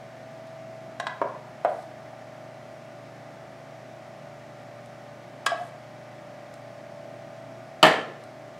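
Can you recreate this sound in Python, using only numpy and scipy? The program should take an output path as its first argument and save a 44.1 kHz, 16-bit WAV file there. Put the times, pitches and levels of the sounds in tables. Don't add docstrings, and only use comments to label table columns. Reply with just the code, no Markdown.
import sys
import numpy as np
from scipy import signal
from scipy.fft import rfft, irfft, next_fast_len
from scipy.io import wavfile
from scipy.ndimage import map_coordinates

SR = 44100
rng = np.random.default_rng(int(sys.argv[2]) if len(sys.argv) > 2 else 0)


def bounce(signal):
    frames = np.transpose(np.atleast_2d(signal))
    limited = np.clip(frames, -1, 1)
    pcm = np.round(limited * 32767).astype(np.int16)
    wavfile.write(sys.argv[1], SR, pcm)


N = 379215


def amp(db):
    return 10 ** (np.asarray(db) / 20)


def unit(x):
    return x / np.sqrt(np.mean(x ** 2) + 1e-20)


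def along(points, hz):
    point_hz, values = np.transpose(points)
    return np.interp(np.log(hz + 1), np.log(point_hz + 1), values)


def wobble(knots_per_s):
    knots = rng.standard_normal(int(N * knots_per_s / SR) + 4)
    return map_coordinates(knots, [np.arange(N) * knots_per_s / SR])


def filtered(x, response):
    size = x.shape[-1]
    padded = next_fast_len(size + SR // 4)
    spectrum = rfft(x, padded) * response(np.fft.rfftfreq(padded, 1 / SR))
    return irfft(spectrum, padded)[..., :size]


def slope(x, edge_hz, kind):
    edge_hz = min(edge_hz, SR / 2 - 1)
    return signal.sosfilt(signal.butter(2, edge_hz, kind, fs=SR, output="sos"), x)


def noise(spectrum, size):
    return unit(filtered(rng.standard_normal(size), lambda hz: amp(along(spectrum, hz))))


def fade(t60_s):
    return amp(-60 * np.arange(SR) / SR / t60_s)


def swell(rise_s):
    return 1 - np.exp(-np.arange(SR) / SR / rise_s)


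def ring(modes):
    t = np.arange(SR) / SR
    total = np.zeros(SR)
    for hz, db, t60_s in modes:
        polarity = rng.choice([-1, 1])
        total += polarity * amp(db) * fade(t60_s) * np.sin(2 * np.pi * hz * t)
    return total


def dying(x, decays):
    hz, t, bins = signal.stft(x, SR, nperseg=256)
    bins = bins * amp(-60 * t / along(decays, hz)[:, None])
    return signal.istft(bins, SR, nperseg=256)[1][:len(x)]


def add(track, start_s, sound):
    part = track[round(start_s * SR):][:len(sound)]
    part += sound[:len(part)]


# [t/s, level/dB, bottom pitch f/Hz, bottom low mode over high/dB,
# crack over wall ring/dB, low-pass edge f/Hz]
WALL_BLOWS = [(0.999, -22.5, 703, 4.5, -4.5, 8950), (1.068, -20.5, 688, -9, -3.5, 5200),
              (5.4631, -12.5, 752, -13.5, 0, 11000), (5.502, -33, 755, -10, -14, 3000)]
SMACK_LEAD_S = 0.0012


def clacks():
    out = np.zeros(N)
    for s, db, pitch_hz, low_db, crack_db, bright_hz in WALL_BLOWS:
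        thud = amp(0.5) * bottom(pitch_hz, low_db, 0, 0.81) * swell(0.00062)
        sound = amp(db) * knock(thud, 0, crack_db, bright_hz)
        add(out, s, kitchen(sound, echo_db=-0.5, echo_hz=4000, wet_db=-6.5, wet_hz=3940))
        add(out, s - SMACK_LEAD_S, slope(smack(db - 18), bright_hz, "low"))
    return out


# [t/s, level/dB, bottom pitch f/Hz, contact time/s]
BOTTOM_BLOWS = [(1.2159, -7, 656, 0.00038), (1.6483, -1, 678, 0.0013), (2.128, -27, 764, .0036),
                (5.5175, -8.5, 703, 0.0042)]
# [f/Hz, level/dB per Hz]
SLAP_SPECTRUM = [(150, -26), (310, 0), (450, 5), (600, -3), (850, -1), (1150, -2), (1400, -30), (2500, -35),
                 (5000, -60)]
HIGH_MODE_DB, HIGH_LOSS_DB_PER_S = 2.5, 16998
CRACK_DB, CRACK_LOSS_DB_PER_S = -15, 4000
SLAP_DB, SLAP_LOSS_DB_PER_S = -4.5, 12000
RING_SHARE, RING_SHARE_PER_S = 0.28, 330


def thunks():
    out = np.zeros(N)
    for s, db, pitch_hz, contact_s in BOTTOM_BLOWS:
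        high_db = HIGH_MODE_DB - HIGH_LOSS_DB_PER_S * contact_s
        crack_db = CRACK_DB - CRACK_LOSS_DB_PER_S * contact_s
        slap_db = SLAP_DB - SLAP_LOSS_DB_PER_S * contact_s
        note = bottom(pitch_hz, 0, high_db, RING_SHARE + RING_SHARE_PER_S * contact_s)
        slap = amp(slap_db) * noise(SLAP_SPECTRUM, SR) * fade(0.018)
        thud = (note + slap) * swell(contact_s)
        sound = amp(db) * knock(thud, wall_db=-26, crack_db=crack_db, bright_hz=1700)
        add(out, s, kitchen(sound, echo_db=3, echo_hz=4000, wet_db=-4.5, wet_hz=3940))
        add(out, s - SMACK_LEAD_S, smack(db - 42))
    return out


# [multiple of pitch, t60/s]
BOTTOM_MODES = [(1, 0.027), (1.5, 0.045)]


def bottom(pitch_hz, low_db, high_db, ring_share):
    modes = []
    for (multiple, t60_s), db in zip(BOTTOM_MODES, (low_db, high_db)):
        modes.append((pitch_hz * multiple, db, t60_s * ring_share))
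    return ring(modes)


# [f/Hz, level/dB, t60/s]
WALL_MODES = [(1220, -17, 0.028), (1573, -8, 0.06), (1654, -5.5, 0.059), (1830, -30, 0.025),
              (1988, -19, 0.2), (2510, -23, 0.034), (2497, -26, 0.09), (3070, -9.5, 0.023),
              (3355, -18, 0.052), (3860, -8, 0.025), (4355, -19, 0.037), (6060, -40, .05),
              (7390, -27, 0.072), (7770, -45, 0.04), (8200, -39, .04)]
# [f/Hz, level/dB per Hz]
CRACK_SPECTRUM = [(150, -38), (400, -4), (1200, 6), (2200, 1.5), (3200, -3.5), (4400, -5), (5400, -6.5),
                  (7000, -7.5), (8500, -6.5), (10000, -16), (12000, -20), (15500, -27)]


def knock(thud, wall_db, crack_db, bright_hz):
    wall = amp(wall_db) * ring(WALL_MODES) * swell(0.00063)
    crack = amp(crack_db) * noise(CRACK_SPECTRUM, SR) * fade(0.028) * swell(0.00056)
    sound = slope(thud + wall + crack, bright_hz, "low")
    return slope(sound, edge_hz=290, kind="high")


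# [t/s, level/dB]
LANDING_HITS = [(7.828, -4), (7.839, -19), (7.8530, -15.5), (7.866, -16)]
# [f/Hz, level/dB per Hz]
CLASH_SPECTRUM = [(59, -51), (100, -35), (378, -30), (640, -11.5), (1230, -3), (1590, -13), (3120, -9.5),
                  (3770, -17), (4460, -16.5), (6660, -33.5), (7890, -23), (9340, -36.5), (11800, -31.5),
                  (15500, -54)]
# [f/Hz, level/dB, t60/s]
HOB_MODES = [(156.6, -8.5, 0.35), (228, -9, 0.15), (306.6, -1.5, 0.24), (378, -8.5, 0.4), (451, -8, 0.58),
             (490, -22, 0.91), (632, 4.5, 0.34), (729, -2, 0.36), (774, -4.5, 0.32), (935, -3.5, 0.29),
             (1046, -7, 0.5), (1117, -6, 0.24), (1175, 5, 0.093), (1283, -9, 0.42), (1374, -14, 0.69),
             (1590, -20, .23), (1733, -6.5, 0.56), (1790, -10.5, .56), (2207, -6, 0.38), (2603, -7, 0.31),
             (2720, -16, .16), (2905, -5, 0.18), (3020, 9, 0.035), (3110, -6, 0.35), (3530, -19, 0.36),
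             (4000, -24, 0.35), (4860, -18, 0.17), (6260, -23, 0.19), (7050, -25, 0.34), (7600, -30, .27)]
# [f/Hz, level/dB per Hz]
STOVE_SPECTRUM = [(25, -50), (50, -38), (90, -29), (130, -6.5), (170, -4.5), (280, -3.5), (450, -6.5),
                  (650, 1.5), (850, 2), (1400, -9), (1800, 2.5), (2200, -9), (3200, -12.5), (5500, -28),
                  (8000, -30.5), (15500, -45)]
# [f/Hz, t60/s]
STOVE_T60 = [(120, 0.17), (300, 0.87), (1000, 0.41), (2000, 0.47), (4000, 0.47), (8000, 0.46),
             (14000, 0.27)]


def set_down():
    out = np.zeros(N)
    for s, db in LANDING_HITS:
        clash = amp(db) * noise(CLASH_SPECTRUM, SR) * fade(0.051) * swell(0.0015)
        add(out, s, kitchen(clash, echo_db=-29, echo_hz=5000, wet_db=-7, wet_hz=9000))
    modes = amp(-16.5) * ring(HOB_MODES) * swell(0.002)
    panels = amp(-12.5) * dying(noise(STOVE_SPECTRUM, SR), STOVE_T60) * swell(0.013)
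    body = slope(modes, edge_hz=108, kind="high") + slope(panels, edge_hz=190, kind="high")
    add(out, LANDING_HITS[0][0], body)
    return out


# [t/s, length/s, level/dB]
SAUCE_PUSHES = [(1.65, 0.18, -64.5), (5.537, .14, -62)]
# [t/s, level/dB]
SAUCE_SMACKS = [(.47, -54), (4.859, -48), (5.461, -28), (5.672, -53), (6.539, -43), (8.238, -46.5)]
STIR_ATTACK_S, STIR_RELEASE_S = 0.045, 0.035


def sauce():
    t = np.arange(N) / SR
    push = np.zeros(N)
    for s, length_s, db in SAUCE_PUSHES:
        attack = np.clip((t - s) / STIR_ATTACK_S, 0, 1)
        release = np.exp(-np.maximum(t - s - length_s, 0) / STIR_RELEASE_S)
        push += amp(db) * attack * release
    crackle = unit(noise(SAUCE_SPECTRUM, N) * amp(1.7 * wobble(250)))
    out = push * crackle
    for s, db in SAUCE_SMACKS:
        add(out, s, kitchen(smack(db), echo_db=-8, echo_hz=6000, wet_db=-5, wet_hz=8000))
    return out


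# [f/Hz, level/dB per Hz]
SAUCE_SPECTRUM = [(1500, -13), (4000, 6.5), (6500, -1), (8800, 4), (12500, -8), (15500, -18)]


def smack(db):
    return amp(db) * noise(SAUCE_SPECTRUM, SR) * fade(0.016) * swell(0.00076)


# [t/s, turns per s]
SHAFT_SPEED = [(0, 36.2), (1.8, 36.25), (3, 36.58), (8.6, 36.6)]
# [shaft order, level at low speed/dB, level at full speed/dB]
DRONE = [(16, -59, -51.5), (17, -56.5, -53), (18, -48, -53)]
# [shaft order, buzz multiple, level/dB]
WEAK_TONES = [(0, 1, -55), (4, 0, -57.5), (3, 1, -62), (0, 3, -68.5), (18, -1, -64), (19, 0, -60.5),
              (17, 1, -56.5), (18, 1, -64), (19, 1, -63), (29, 0, -68.5), (33, 0, -65)]
# [f/Hz, level/dB per Hz]
DUCT_SPECTRUM = [(25, -34), (45, -25), (70, -16.5), (90, -8.5), (110, -8.5), (150, -0.5), (185, -1),
                 (220, -4.5), (300, -2.5), (430, -8), (600, -3), (800, -5.5), (1000, -16.5), (1400, -44)]
# [f/Hz, level/dB per Hz]
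AIR_SPECTRUM = [(530, -28), (900, -4), (1130, -4.5), (1170, -1), (1270, -5), (1370, -2), (1590, -4),
                (1820, -3.5), (2760, -11.5), (4440, -16), (5500, -16), (13000, -34), (15500, -48)]
BUZZ_HZ = 120


def tone(cycles, db):
    return np.sqrt(2) * amp(db) * np.sin(2 * np.pi * (cycles + rng.random()))


def fan():
    t = np.arange(N) / SR
    speed = np.interp(t, *np.transpose(SHAFT_SPEED))
    pace = (speed - speed.min()) / np.ptp(speed)
    turns = np.cumsum(speed + 0.0301 * wobble(3.1)) / SR
    drone = np.zeros(N)
    for order, slow_db, full_db in DRONE:
        drift = 0.13 * wobble(1.5)
        level_db = slow_db + pace * (full_db - slow_db) + 2.2 * wobble(1.51)
        drone += tone(order * turns + drift, level_db)
    weak = np.zeros(N)
    for order, multiple, db in WEAK_TONES:
        cycles = order * turns + multiple * BUZZ_HZ * t
        weak += tone(cycles, db + 1.04 * wobble(5.7))
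    rush = amp(-51) * noise(DUCT_SPECTRUM, N) + amp(-55) * noise(AIR_SPECTRUM, N)
    rush = kitchen(rush, echo_db=-20, echo_hz=3000, wet_db=-9, wet_hz=6000)
    return drone + weak + amp(-58.5) * whir(turns) + rush


# [f/Hz, level/dB]
WHIR_SPECTRUM = [(75, -40), (190, -6), (350, 1), (500, 4), (900, 2.5), (1300, -2), (1850, 3), (2400, -2.5),
                 (3300, -14.5), (4000, -60)]


def whir(turns, size=4096):
    orders = rfft(rng.standard_normal(size))
    hz = SHAFT_SPEED[-1][1] * np.arange(len(orders))
    pattern = unit(irfft(orders * amp(along(WHIR_SPECTRUM, hz))))
    return np.interp(turns % 1, np.arange(size) / size, pattern)


# [delay t/s, gain]
NEAR_ECHOES = [(.0036, 0.082), (.0073, 0.4), (.0105, 0.2), (.029, .14), (.041, 0.057)]
# [f/Hz, t60/s]
ROOM_T60 = [(150, 0.35), (700, 0.58), (2000, 0.48), (5000, 0.4), (14000, 0.21)]


def kitchen(x, echo_db, echo_hz, wet_db, wet_hz):
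    early = np.zeros(SR)
    for s, gain in NEAR_ECHOES:
        add(early, s, np.array([gain]))
    tail = dying(rng.standard_normal(SR), ROOM_T60) * swell(0.0077)
    tail /= np.linalg.norm(tail)
    answer = filtered(early, lambda hz: amp(echo_db) / (1 + 1j * hz / echo_hz))
    answer += filtered(tail, lambda hz: amp(wet_db) / (1 + 1j * hz / wet_hz))
    return x + signal.fftconvolve(x, answer)[:len(x)]


# [f/Hz, level/dB per Hz]
APART_SPECTRUM = [(25, -7), (60, -14), (130, -6), (300, 7), (1000, -7.5), (2000, -19), (4000, -29.5),
                  (15000, -56)]


def scene():
    mid = clacks() + thunks() + set_down() + sauce() + fan()
    late = np.roll(mid, SR // 1000)
    glancing = slope(late, edge_hz=2400, kind="low")
    side = amp(-31.5) * glancing + amp(-67) * noise(APART_SPECTRUM, N)
    balance_db = [[0.05], [-0.05]]
    return np.array([mid + side, mid - side]) * amp(balance_db)


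def record(dry):
    rounded = dry / (1 + np.abs(dry / 0.95) ** 6) ** (1 / 6)
    return filtered(rounded, lambda hz: hz < 15700)


dry = scene()
out = record(dry)
bounce(out)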